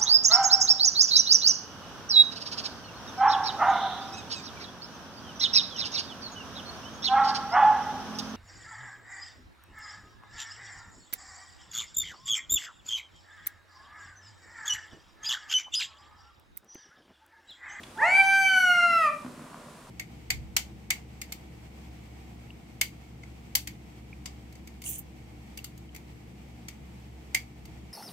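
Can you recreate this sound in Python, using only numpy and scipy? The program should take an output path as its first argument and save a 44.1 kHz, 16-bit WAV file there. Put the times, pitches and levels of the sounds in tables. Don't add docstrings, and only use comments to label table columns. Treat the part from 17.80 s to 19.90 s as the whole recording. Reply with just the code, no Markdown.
import sys
import numpy as np
from scipy import signal
from scipy.fft import rfft, irfft
from scipy.io import wavfile
from scipy.ndimage import uniform_filter1d

SR = 44100
rng = np.random.default_rng(int(sys.argv[2]) if len(sys.argv) > 2 else 0)


def generate_wav(signal):
    frames = np.transpose(np.atleast_2d(signal))
    scaled = np.clip(frames, -1, 1) * 32767
    pcm = np.round(scaled).astype(np.int16)
    wavfile.write(sys.argv[1], SR, pcm)


def magnitude_from_level(level_db):
    exponent = np.asarray(level_db, float) / 20
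    return 10 ** exponent


N = 92610
T = np.arange(N) / SR
HZ = np.arange(N // 2 + 1) * SR / N


def curve(table, k, smooth_s=0.043):
    rows = np.array(table, float)
    return uniform_filter1d(np.interp(T, rows[:, 0], rows[:, k]), int(smooth_s * SR) + 1, mode="nearest")


def gate(table, edge_samples):
    on = (T > table[0][0]) & (T < table[-1][0])
    return uniform_filter1d(1. * on, edge_samples)


def colour(points, hz):
    rows = np.array(points, float)
    return np.interp(np.log(np.maximum(hz, 1)), np.log(rows[:, 0]), rows[:, 1])


def unit(x):
    return x / np.sqrt(np.mean(x ** 2))


def bump(hz, centre_hz, width_hz):
    return 1 / (1 + (2 * (hz - centre_hz) / width_hz) ** 2)


def ring(x, peaks):
    return sum(magnitude_from_level(db) * signal.lfilter(*signal.iirpeak(hz, hz / width, fs=SR), x) for hz, width, db in peaks)


def walk(rate_hz):
    k = int(SR / rate_hz)
    steps = np.repeat(rng.standard_normal(N // k + 1), k)
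    return unit(uniform_filter1d(uniform_filter1d(steps, k), k)[:N])


def tinted(points, *more):
    db = colour(points, HZ) + sum(colour(m, HZ) for m in more)
    return irfft(rfft(rng.standard_normal(N)) * magnitude_from_level(db), N)


def pan(db):
    return magnitude_from_level(np.array([[db], [-db]]) / 2)


# start_s, level_db, mouth_hz, throat_ratio (resonances relative to rest)
YOWL = [
    (.172, -45, 1490, 0.31),
    (.196, -37.5, 1940, 0.72),
    (.225, -26, 1753, 0.84),
    (.35, -21, 2083, 0.89),
    (.6, -22.5, 1887, 0.912),
    (.8, -23, 1723, 0.98),
    (1.05, -26, 1490, .9),
    (1.28, -29, 1240, 0.96),
    (1.315, -45.5, 1110, 0.54),
]
# start_s, pitch_hz
PITCH = [
    (.39, 789),
    (.43, 775.8),
    (.55, 780.9),
    (.69, 768.2),
    (.82, 735.6),
    (.96, 703.2),
    (1.1, 686),
    (1.2, 657.2),
    (1.295, 583.8),
]
# freq_hz, level_db
THROAT = [(400, -32.5), (780, -9.5), (3150, -8), (3850, -29.5), (4650, -20), (9000, -27.5), (12000, -31),
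          (14500, -34.5)]
# freq_hz, level_db_per_hz
BREATH = [(400, -36), (1500, -9.5), (1950, 2), (2400, -8), (4000, -14), (7600, -12.5), (14000, -26.5)]


def yowl():
    swoop_start_s, swoop_depth_hz, swoop_tau_s, swoop_shape = .17, 473.4, .063, 1.2
    jitter, shimmer_db, patchy_db, odd_db = 0.00191, 2.5, 3, -7.5
    mouth_db, mouth_width_hz = 18.5, 577
    palate_hz, palate_width_hz, palate_db = 2814, 142, 3.5
    teeth_hz, teeth_width_hz, teeth_db = 7600, 1500, 27
    opening_s, closed_db_per_oct = .13, -14.5
    top_hz, above_top_db_per_oct = 12600, -90
    breath_db, opening_breath_db = -29, 8

    since = np.maximum(T - swoop_start_s, 0)
    swoop = swoop_depth_hz * np.exp(-(since / swoop_tau_s) ** swoop_shape)
    pitch_hz = (curve(PITCH, 1, smooth_s=0.013) - swoop) * (1 + jitter * walk(40.43))
    phase = 2 * np.pi * np.cumsum(pitch_hz) / SR
    mouth_hz, throat = curve(YOWL, 2), curve(YOWL, 3)
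    closed = np.exp(-(since / opening_s) ** 2)
    voice = 0
    for k in range(1, 32):
        hz = k * pitch_hz
        db = colour(THROAT, hz / throat) + mouth_db * bump(hz, mouth_hz, mouth_width_hz)
        db = db + teeth_db * closed * bump(hz, teeth_hz, teeth_width_hz)
        db = db + palate_db * bump(hz, palate_hz, palate_width_hz)
        db = db + closed_db_per_oct * closed * np.log2(np.maximum(hz / mouth_hz, 1))
        db = db + odd_db * (k % 2) * (k > 3)
        db = db + above_top_db_per_oct * np.log2(np.maximum(hz / top_hz, 1))
        db = db + shimmer_db * (1 + 2 * closed * (k > 7)) * walk(24.94)
        db = db + patchy_db * (k > 6) * walk(6.12)
        voice = voice + magnitude_from_level(db) * (hz < .4 * SR) * np.sin(k * phase + k * k)
    breath = magnitude_from_level(breath_db + opening_breath_db * closed) * unit(tinted(BREATH)) * (1 + np.cos(phase))
    return (voice + breath) * magnitude_from_level(curve(YOWL, 1, smooth_s=0.03)) * gate(YOWL, 200)


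# start_s, pitch_hz, level_db
NOTE = [
    (.155, 860, -60),
    (.198, 878, -43),
    (.232, 884, -28),
    (.255, 886, -31),
    (.275, 880, -46),
    (.3, 875, -62),
]


def note():
    waver, shimmer_db = .012, 3
    hoarse_db, hoarse_t60_s, hoarse_width_hz, hoarse_rise_s = -30, 0.85, 89, 0.065
    pitch_hz = curve(NOTE, 1) * (1 + waver * walk(55))
    level_db = curve(NOTE, 2, smooth_s=0.0033) + 8.5 + shimmer_db * walk(60.5)
    hum = gate(NOTE, 400) * magnitude_from_level(level_db) * np.sin(2 * np.pi * np.cumsum(pitch_hz) / SR)

    peak_s, peak_hz, _ = NOTE[2]
    since = T - peak_s
    fade = magnitude_from_level(hoarse_db - 60 * np.maximum(since, 0) / hoarse_t60_s) * np.clip(1 + since / hoarse_rise_s, 0, 1)
    band = [(peak_hz, hoarse_width_hz, 0)]
    wheeze = unit(ring(ring(rng.standard_normal(N), band), band))
    return hum + fade * wheeze


# start_s, level_db, jaws_db
GROWL = [
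    (0, -62.5, -16),
    (.9, -58, -32),
    (1.2, -53.5, -3),
    (1.55, -48.5, -7.5),
    (1.75, -55, 3.5),
    (1.95, -53.5, -4),
    (2.1, -61, 3),
]
# centre_hz, width_hz, level_db
CHEST = [(162, 40, -2), (230, 50, 0)]
# centre_hz, width_hz, level_db
JAWS = [(650, 300, 15), (1028, 374, 17.5), (1400, 110, 6)]


def growl():
    pulse_hz, scatter_db, air_gain = 51.85, 6.5, 0.16
    phase = np.cumsum(pulse_hz * (1 + .25 * walk(30))) / SR
    pulses = np.diff(np.floor(phase), prepend=0) * magnitude_from_level(scatter_db * walk(60))
    air = air_gain * np.exp(-(phase % 1) / 0.78) * rng.standard_normal(N)
    source = pulses + air
    chest = unit(ring(ring(source, CHEST), CHEST))
    jaws = unit(ring(ring(source, JAWS), JAWS))
    return magnitude_from_level(curve(GROWL, 1)) * (chest + magnitude_from_level(curve(GROWL, 2)) * jaws)


# start_s, level_db, length_s
SCRATCH = [
    (0.033, -31.5, 0.0068),
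    (0.174, -43, 0.0092),
]
# centre_hz, width_hz, level_db
TILE = [(2560, 1140, -12.5), (3400, 220, -6), (4800, 1600, -45)]


def claws():
    env = 0
    for start_s, level_db, length_s in SCRATCH:
        since = np.maximum(T - start_s, 0)
        env = env + magnitude_from_level(level_db) * (T > start_s) * np.exp(-(since / length_s) ** 2)
    return ring(env * 3 * rng.standard_normal(N), TILE)


# delay_s, level_db, pan_db (left minus right)
ECHOES = [
    (.011, -30, -5.5),
    (.032, -12, -2),
    (.052, -29.5, -9.5),
    (0.063, -15, -6),
    (.073, -16.5, 11),
    (.123, -21.5, 1),
    (0.134, -24.5, -2),
]
# freq_hz, level_db
WALLS = [(150, -6), (580, 9), (880, -4), (1250, -3), (1800, -3), (2450, 3), (4000, -6), (10000, -16)]


def yard(x):
    tail_db, t60_s, side_db = -7.5, 0.43, -3.5
    t = T[:SR]
    mid, side = (unit(h * magnitude_from_level(-60 * t / t60_s)) * magnitude_from_level(tail_db) for h in rng.standard_normal((2, SR)))
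    reply = mid + magnitude_from_level(side_db) * side * np.array([[1], [-1]])
    for delay_s, level_db, pan_db in ECHOES:
        reply = reply + np.sqrt(SR) * np.sinc((t - delay_s) * SR) * pan(pan_db) * magnitude_from_level(level_db)
    x = irfft(rfft(x) * magnitude_from_level(colour(WALLS, HZ)), N)
    return np.array([signal.fftconvolve(x, h / np.sqrt(SR))[:N] for h in reply])


# start_s, level_db
BREEZE = [
    (0, -61),
    (1.2, -54),
    (1.4, -54),
    (1.55, -56.5),
    (1.9, -55),
    (2.1, -58.5),
]
# freq_hz, level_db_per_hz
LEAVES = [(500, -29), (1200, 21), (3000, 11.5), (6000, 8), (9000, 12), (13000, 3)]


def breeze():
    return unit(tinted(LEAVES)) * magnitude_from_level(curve(BREEZE, 1) + 1.0 * walk(9.4))


# freq_hz, level_db_per_hz
TOWN = [(15, -45), (25, -6.5), (212, -2), (309, -5.5), (818, -11), (1130, -9.5), (1290, -17), (1520, -18),
        (16000, -32)]
# freq_hz, side_minus_mid_db
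TOWN_SIDE = [(60, -33), (110, -59), (200, -35), (380, -10), (700, -11), (1290, -0.5), (2380, -2),
             (4400, -2), (8120, 0.5), (15000, -17)]


def town():
    level_db = -52.5
    mid, side = tinted(TOWN), tinted(TOWN, TOWN_SIDE)
    gain = magnitude_from_level(level_db + 1 * walk(3.23)) / np.sqrt(np.mean(mid ** 2))
    return gain * (mid + side * np.array([[1], [-1]]))


def scene():
    call, hum, rest = yowl(), note(), growl() + claws()
    direct = call * pan(0.4) + hum * pan(-4.5) + rest
    return direct + yard(call + hum + rest) + breeze() + town()


def band_limit(x):
    return signal.sosfilt(signal.butter(12, 16480, fs=SR, output="sos"), x)


def record(dry):
    mic_top_hz, side_low_hz, side_top_hz, top_hz = 12000, 208, 10000, 15780
    mid, side = (dry[0] + dry[1]) / 2, (dry[0] - dry[1]) / 2
    side = signal.lfilter(*signal.butter(1, side_low_hz, "high", fs=SR), side)
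    side = signal.lfilter(*signal.butter(4, side_top_hz, fs=SR), side)
    mix = signal.lfilter(*signal.butter(2, mic_top_hz, fs=SR), np.array([mid + side, mid - side]))
    mix = signal.sosfilt(signal.ellip(8, .2, 60, top_hz, fs=SR, output="sos"), mix)
    return band_limit(mix)


dry = scene()
out = record(dry)
generate_wav(out)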